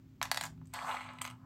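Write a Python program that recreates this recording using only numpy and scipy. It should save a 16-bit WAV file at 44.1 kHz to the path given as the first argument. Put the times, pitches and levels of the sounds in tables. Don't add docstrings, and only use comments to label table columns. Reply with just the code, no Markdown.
import sys
import numpy as np
from scipy import signal
from scipy.fft import rfft, irfft
from scipy.io import wavfile
from scipy.ndimage import uniform_filter1d

SR = 44100
rng = np.random.default_rng(int(sys.argv[2]) if len(sys.argv) > 2 else 0)


def linear_from_db(decibels):
    return 10 ** (np.asarray(decibels, float) / 20)


def pcm_store(signal):
    levels = np.round(np.clip(np.atleast_2d(signal), -1, 1) * 32767)
    wavfile.write(sys.argv[1], SR, levels.astype(np.int16).T)


N = 63945

# (frequency [Hz], density [dB])
RUMBLE_SPECTRUM = [(30, -48), (60, -15), (160, -9), (200, -13.5), (300, -17.5), (400, -26), (520, -65),
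                   (800, -81)]
HISS_SPECTRUM = [(300, -1), (500, 0), (900, -4), (2500, -9), (4000, -12.5), (7500, -16), (9500, -27),
                 (13000, -18), (15500, -16.5)]
# (time [s], frequency [Hz], level [dB])
HUM = [(0.0, 260.7, -62), (0.08, 262.3, -67), (0.27, 262.7, -60.5), (1.296, 250.1, -57.5),
       (1.45, 259.8, -62.5)]
# (frequency [Hz], width [Hz], level [dB])
DRONES = [(60, 18, -66), (101.7, 20, -64), (112.7, 17.3, -58.5), (156.3, 12.5, -60.5)]
# (time [s], level [dB])
SWELL = [(0, -2.5), (.28, -1), (.4, -1), (.55, 5), (.7, -1.5), (.9, -6), (1.1, -3), (1.3, -2), (1.45, -1)]

# (frequency [Hz], gain [dB], t60 [s])
BOARD = [(657, -1, 0.021), (800, 5, 0.014), (1057, 16.5, 0.0053), (1240, 3, 0.008), (1563, 12, 0.0075),
         (1600, 6, 0.0036)]
EDGE = [(1910, 10, 0.0031), (2294, 2, 0.0045), (2534, 3.5, 0.0046), (2950, -4.5, 0.0064), (3360, 6, 0.0038),
        (3710, -2, 0.015), (4330, 1.5, 0.0061), (5200, -1.5, 0.0011)]
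TAB = [(5710, -2, 0.0064), (5980, -5.5, 0.0045), (6650, -3.5, .005), (7280, -1.5, .004), (8610, -4.5, .003)]
# (frequency [Hz], gain [dB], t60 [s])
TICK = [(10240, -1, 0.001), (11520, -3, .002), (12550, -3.5, 0.0024), (15100, -13, .002)]
# (frequency [Hz], gain [dB], t60 [s])
HELD_BOARD = [(634, 2, 0.0075), (848, -3, 0.021), (1037.7, -1.5, 0.024), (1265, 0, 0.016),
              (1605, -1.5, 0.007)]
HELD_EDGE = [(1860, -3.5, 0.0044), (2209, 6.5, 0.0074), (2926, -1.5, 0.012), (3450, -3, .007),
             (4120, -5, 0.011)]
HELD_TAB = [(4490, -7.5, 0.004), (6250, -5, .006), (7710, 1, 0.0043), (8490, -0.5, 0.0074)]

# (time [s], level [dB], edge share [dB], tab share [dB])
RATTLE = [(.214, -50, -21, -7), (.3, -58, -3.5, -17), (.33, -71, -6, 7), (.46, -55.5, -1, -5),
          (.5, -69.5, -27, -1), (.58, -89, -13, -26)]
SKID = [(0.736, -49, 2, -30), (0.789, -45.5, -12, -29), (0.861, -69, 11.5, -1)]
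BRUSH = [(.645, -96, -1, -3), (.675, -102, -5.5, 7), (.7, -80, -3, 2), (.73, -93, 13, 5)]
DRAG = [(0.729, -59, 1, -15), (0.741, -45.5, -16, -12), (.8, -48, -28, -14), (.85, -43.5, -20.5, -16.5),
        (0.888, -38, -9.5, -18.5), (.96, -46, -7, -15.5), (1.03, -53.5, 0, -13), (1.1, -52.5, -5.5, -21.5),
        (1.2, -62, -11, -18)]
LIFT = [(1.201, -54, -16, -26), (1.235, -63, 3, -26), (1.277, -59.5, 8.5, -18), (1.329, -62.5, -28, -20),
        (1.37, -71, -34.5, -22), (1.45, -68, -20, -43)]

# (time [s], peak [dB], board frequency [Hz], edge gain [dB], edge frequency [Hz])
SLIPS = [(0.815, -30, 1130, -13, 3360), (0.824, -32, 690, -3.5, 3400), (0.844, -32, 773, -18, 1870),
         (0.858, -31, 1130, -22, 1890), (0.867, -31, 1240, -18, 1810), (0.881, -27, 1180, -24, 2100),
         (0.887, -27.5, 860, -23, 1990), (0.893, -25.5, 900, -16, 2290), (0.904, -24, 1220, -4, 2260),
         (0.931, -29, 945, -16, 1990), (0.944, -34, 855, -13, 2200), (0.963, -29.5, 1050, -13, 2310),
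         (0.968, -25, 1270, -3, 2210), (0.989, -31, 1390, -14, 2090), (1.019, -38, 1000, -9, 2170),
         (1.051, -44, 840, -20, 2110), (1.064, -37, 1320, -12, 2210), (1.236, -43, 1180, -8, 2160),
         (1.246, -31.5, 1080, -11, 2160), (1.267, -37, 1260, -12, 2220), (1.28, -38, 1300, -17, 2260)]
SQUEAKS = [(.257, -30.5, 1300, 4, 2020), (0.81, -39, 1200, -3, 2900), (0.79, -24, 1070, 2, 2330),
           (0.91, -42, 1100, 3, 2200), (1.275, -37, 940, 6, 2450)]

# (time [s], peak [dB])
BLOWS = [
    (0.2146, -20),
    (0.2279, -17.5),
    (0.3146, -14),
    (1.2165, -22),
]
# (time [s], peak [dB])
BOUNCES = [(.3448, -26), (.3735, -20.5), (.4105, -23)]
# (frequency [Hz], gain [dB], t60 [s])
FIRST_SPOT = [(720, -1, 0.0074), (1082, 3, 0.011), (1490, -2.5, 0.0046), (2300, 0, 0.0056),
              (4300, -17, .005)]
SECOND_SPOT = [(1004, -4.5, 0.01), (1620, -2, 0.0073), (2390, -5, .005), (3570, -0.5, .007),
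               (4370, -7, .006), (5490, 3, .011), (6940, -1.5, .008)]
SLAM_SPOT = [(634, -3, 0.0088), (790, 0.5, 0.014), (1116, 0, 0.0083), (1640, -2, 0.015), (1990, -1, 0.0082),
             (2420, -1, 0.0057), (2780, -5.5, 0.0098), (3310, -2.5, .007), (3760, -1, .007),
             (4500, 4, .007)]
LAST_SPOT = [(1000, 1.5, 0.0068), (1270, 1, 0.01), (1880, -23, .005), (3080, 0.5, .006), (7460, 1.5, .005),
             (8250, 4.5, .005)]

# (time [s], peak [dB], board share [dB], edge share [dB], tab share [dB])
DROPS = [(0.214, -14.5, -24, -18, -33), (0.227, -17, -28, -17, -14), (0.253, -20.5, -16, -17.5, -24.5),
         (0.314, -10, -49, -23.5, -18.5), (0.3445, -28.5, -25, -24, -9.5), (0.359, -29.5, -8, -8.5, -12),
         (0.373, -18, -16.5, -15, -19.5), (0.41, -25, -13, -8.5, -10), (0.426, -35, -19, -4.5, -6.5),
         (0.436, -25.5, -13.5, -7, -9.5), (0.442, -30, -5.5, -10, -21), (0.452, -30, -8, -13, -9.5),
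         (0.463, -34.5, -8, -7.5, -12)]
CATCHES = [(0.576, -58, -4, -10, -25), (0.613, -52, 0, -15.5, -30.5), (0.655, -55, -10, -17, -6.5),
           (0.67, -57, -36, -38, -1), (0.737, -27, -13.5, -17.5, -10.5), (0.923, -26.5, -7, -11, -33),
           (0.968, -23.5, -11.5, -11.5, -30), (1.007, -29.5, -5, -10, -29), (1.088, -37, -4, -6, -54),
           (1.212, -28.5, -13.5, -7, -33), (1.243, -33, -13, -6.5, -12.5), (1.25, -25.5, -8, -9, -15),
           (1.2615, -37.5, -14, -9, -6), (1.275, -29.5, -10, -11, -15.5), (1.3, -34, -11.5, -11, -16.5),
           (1.309, -39.5, -7, -7.5, -13.5)]
MORE_CATCH_S = [.3712, .9118, .9487, 1.134, 1.1853, 1.2155, 1.2215]
# (peak [dB], board share [dB], edge share [dB], tab share [dB])
MORE_CATCHES = [(-24.5, -13, -7, -11), (-27, -4, -9.5, -33), (-34, -10, -7.5, -28), (-60.5, -20, -9, 0.5),
                (-41, -28, -0.5, -18.5), (-21, -23.5, -25, -15), (-36.5, -13, -12, -4.5)]
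CHATTER_DB = [-24, -10.5, 7, -7]


def unit(x):
    return x / np.sqrt(np.mean(x ** 2) + 1e-30)


def walk(rate_hz):
    hold = max(int(SR / rate_hz), 2)
    steps = np.repeat(rng.standard_normal(N // hold + 1), hold)
    return 0.8 * uniform_filter1d(uniform_filter1d(steps, hold), hold)[:N]


def high_pass(x, order, cut_hz):
    return signal.sosfilt(signal.butter(order, cut_hz, "high", fs=SR, output="sos"), x)


def coloured(spectrum):
    hz = np.maximum(np.fft.rfftfreq(N, 1 / SR), 1)
    point_hz, point_db = np.array(spectrum).T
    gain = linear_from_db(np.interp(np.log(hz), np.log(point_hz), point_db))
    return unit(irfft(rfft(rng.standard_normal(N)) * gain, N))


def hum():
    t = np.arange(N) / SR
    time_s, hz, db = np.array(HUM).T
    phase = 2 * np.pi * np.cumsum(np.interp(t, time_s, hz)) / SR
    level_db = np.interp(t, time_s, db) + 2.0 * walk(8.46)
    return np.sqrt(2) * linear_from_db(level_db) * np.sin(phase)


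def drone(hz, width_hz):
    b, a = signal.iirpeak(hz, hz / width_hz, SR)
    once = signal.lfilter(b, a, rng.standard_normal(2 * N))
    return unit(signal.lfilter(b, a, once)[N:])


def background():
    rumble_db, hiss_db = -60, -75
    swell = linear_from_db(np.interp(np.arange(N) / SR, *np.array(SWELL).T))
    drones = sum(linear_from_db(db) * drone(hz, width_hz) for hz, width_hz, db in DRONES)
    rumble = linear_from_db(rumble_db) * coloured(RUMBLE_SPECTRUM)
    return hum() + swell * (drones + rumble) + linear_from_db(hiss_db) * coloured(HISS_SPECTRUM)


def room(x):
    level_db, gap_s, split_hz = -8.5, 0.0017, 6300
    t60_s, dull_t60_s = 0.15, 0.19
    t = np.arange(SR // 3) / SR
    full, other = rng.standard_normal((2, len(t))) * (1 - np.exp(-(t / gap_s) ** 2))
    dull = signal.sosfilt(signal.butter(4, split_hz, fs=SR, output="sos"), other)
    tail = full * linear_from_db(-60 * t / t60_s) + 0.6 * dull * linear_from_db(-60 * t / dull_t60_s)
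    return linear_from_db(level_db) * signal.fftconvolve(x, tail / np.sqrt(np.sum(tail ** 2)))[:N]


def ring(modes, push_cycles=0.36, chance=np.zeros((2, 16))):
    detune, scatter_db, max_cycles = 0.02, 1.5, 22
    table, t = np.array(modes), np.arange(1024) / SR
    count = len(table)
    hz = table[:, :1] * (1 + detune * chance[0, :count, None])
    gain = linear_from_db(table[:, 1] + scatter_db * chance[1, :count]) * (-1.0) ** np.arange(count)
    t60_s = np.minimum(table[:, 2:], max_cycles / hz)
    push = (1 - np.exp(-t * hz / push_cycles)) ** 2
    decay = np.exp(-np.log(1000) * t / t60_s)
    y = gain @ (push * decay * np.sin(2 * np.pi * hz * t))
    return y / np.sqrt(np.sum(y ** 2))


def scrape(curve, bodies):
    grit_per_s, scatter_db = 2200, 1.5
    stick_db, stick_hz = 1.5, 83
    t, time_s = np.arange(N) / SR, np.array(curve)[:, 0]
    db, edge_db, tab_db = (np.interp(t, time_s, column) for column in np.array(curve)[:, 1:].T)
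    tick_db = tab_db - 7 + 0.61 * (db + tab_db + 57.5)
    touching = (t > time_s[0]) * (t < time_s[-1])
    press = touching * linear_from_db(db + stick_db * walk(stick_hz))
    out = np.zeros(N)
    for body, density, share_db in zip(bodies, (1, 2, 6.7, 23), (0, edge_db, tab_db, tick_db)):
        grain_db = scatter_db * np.minimum(rng.exponential(size=N), 3)
        hits = rng.random(N) < density * grit_per_s / SR
        grit = unit(hits * linear_from_db(grain_db) * rng.standard_normal(N))
        out += signal.fftconvolve(grit * press * linear_from_db(share_db), ring(body))[:N]
    return out


def strike(hits):
    out = np.zeros(N + 1024)
    for s, db, modes in hits:
        y, i = ring(modes, push_cycles=0.14), int(s * SR)
        out[i:i + len(y)] += linear_from_db(db) * y / np.max(np.abs(y))
    return out[:N]


def slips():
    level_db, board_t60_s, edge_t60_s = -5.5, 0.029, 0.014
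    hits = []
    for s, db, board_hz, edge_db, edge_hz in SLIPS + SQUEAKS:
        modes = [(board_hz, 0, board_t60_s), (edge_hz, edge_db, edge_t60_s)]
        hits.append((s, db + level_db, modes))
    return strike(hits)


def charm():
    start_s, hz, level_db, t60_s = 0.438, 6735, -57, 0.13
    t = np.maximum(np.arange(N) / SR - start_s, 0)
    return linear_from_db(level_db - 60 * t / t60_s) * np.sin(2 * np.pi * hz * t)


def blows():
    spots = (FIRST_SPOT, SECOND_SPOT, SLAM_SPOT, LAST_SPOT)
    hits = [(s, db, spot) for (s, db), spot in zip(BLOWS, spots)]
    return strike(hits + [(s, db, SLAM_SPOT) for s, db in BOUNCES])


def knocks(table, bodies):
    level_db, chatter_s, travel_s = -4, 0.0023, 0.0006
    out, t = np.zeros(N + 4096), np.arange(256) / SR
    for s, db, board_db, edge_db, tab_db in table:
        contact = linear_from_db(CHATTER_DB)[:, None] * rng.standard_normal((4, 256)) * np.exp(-t / chatter_s)
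        contact[:, 0] += 1
        spot = rng.standard_normal((4, 2, 16))
        i = int((s + travel_s) * SR)
        tick_db = tab_db - 4 + 0.28 * (db + tab_db + 34)
        shares_db = (board_db, edge_db, tab_db, tick_db)
        for body, chance, hit, share_db in zip(bodies, spot, contact, shares_db):
            y = np.convolve(hit, ring(body, chance=chance))
            out[i:i + len(y)] += linear_from_db(db + share_db + level_db) * 10 * y / np.sqrt(np.sum(y ** 2))
    return out[:N]


def scene():
    echo_s, echo_db = 0.006, -17
    free = (BOARD, EDGE, TAB, TICK)
    held = (HELD_BOARD, HELD_EDGE, HELD_TAB, TICK)
    more_catches = [(s, *strength) for s, strength in zip(MORE_CATCH_S, MORE_CATCHES)]
    tab = knocks(DROPS, free) + knocks(CATCHES + more_catches, held)
    tab = tab + charm() + blows() + slips()
    tab = tab + sum(scrape(curve, free) for curve in (RATTLE, SKID))
    tab = tab + sum(scrape(curve, held) for curve in (BRUSH, DRAG, LIFT))
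    tab = tab + linear_from_db(echo_db) * np.roll(tab, int(echo_s * SR))
    tab = high_pass(tab + room(tab), 5, 514)
    return (tab + high_pass(background(), 4, 45))[None]


def low_pass(x):
    return signal.sosfilt(signal.butter(12, 16610, fs=SR, output="sos"), x)


def record(dry):
    top_hz = 15800
    mix = signal.sosfilt(signal.ellip(6, 0.3, 40, top_hz, fs=SR, output="sos"), dry)
    return low_pass(mix)


dry = scene()
out = record(dry)
pcm_store(out)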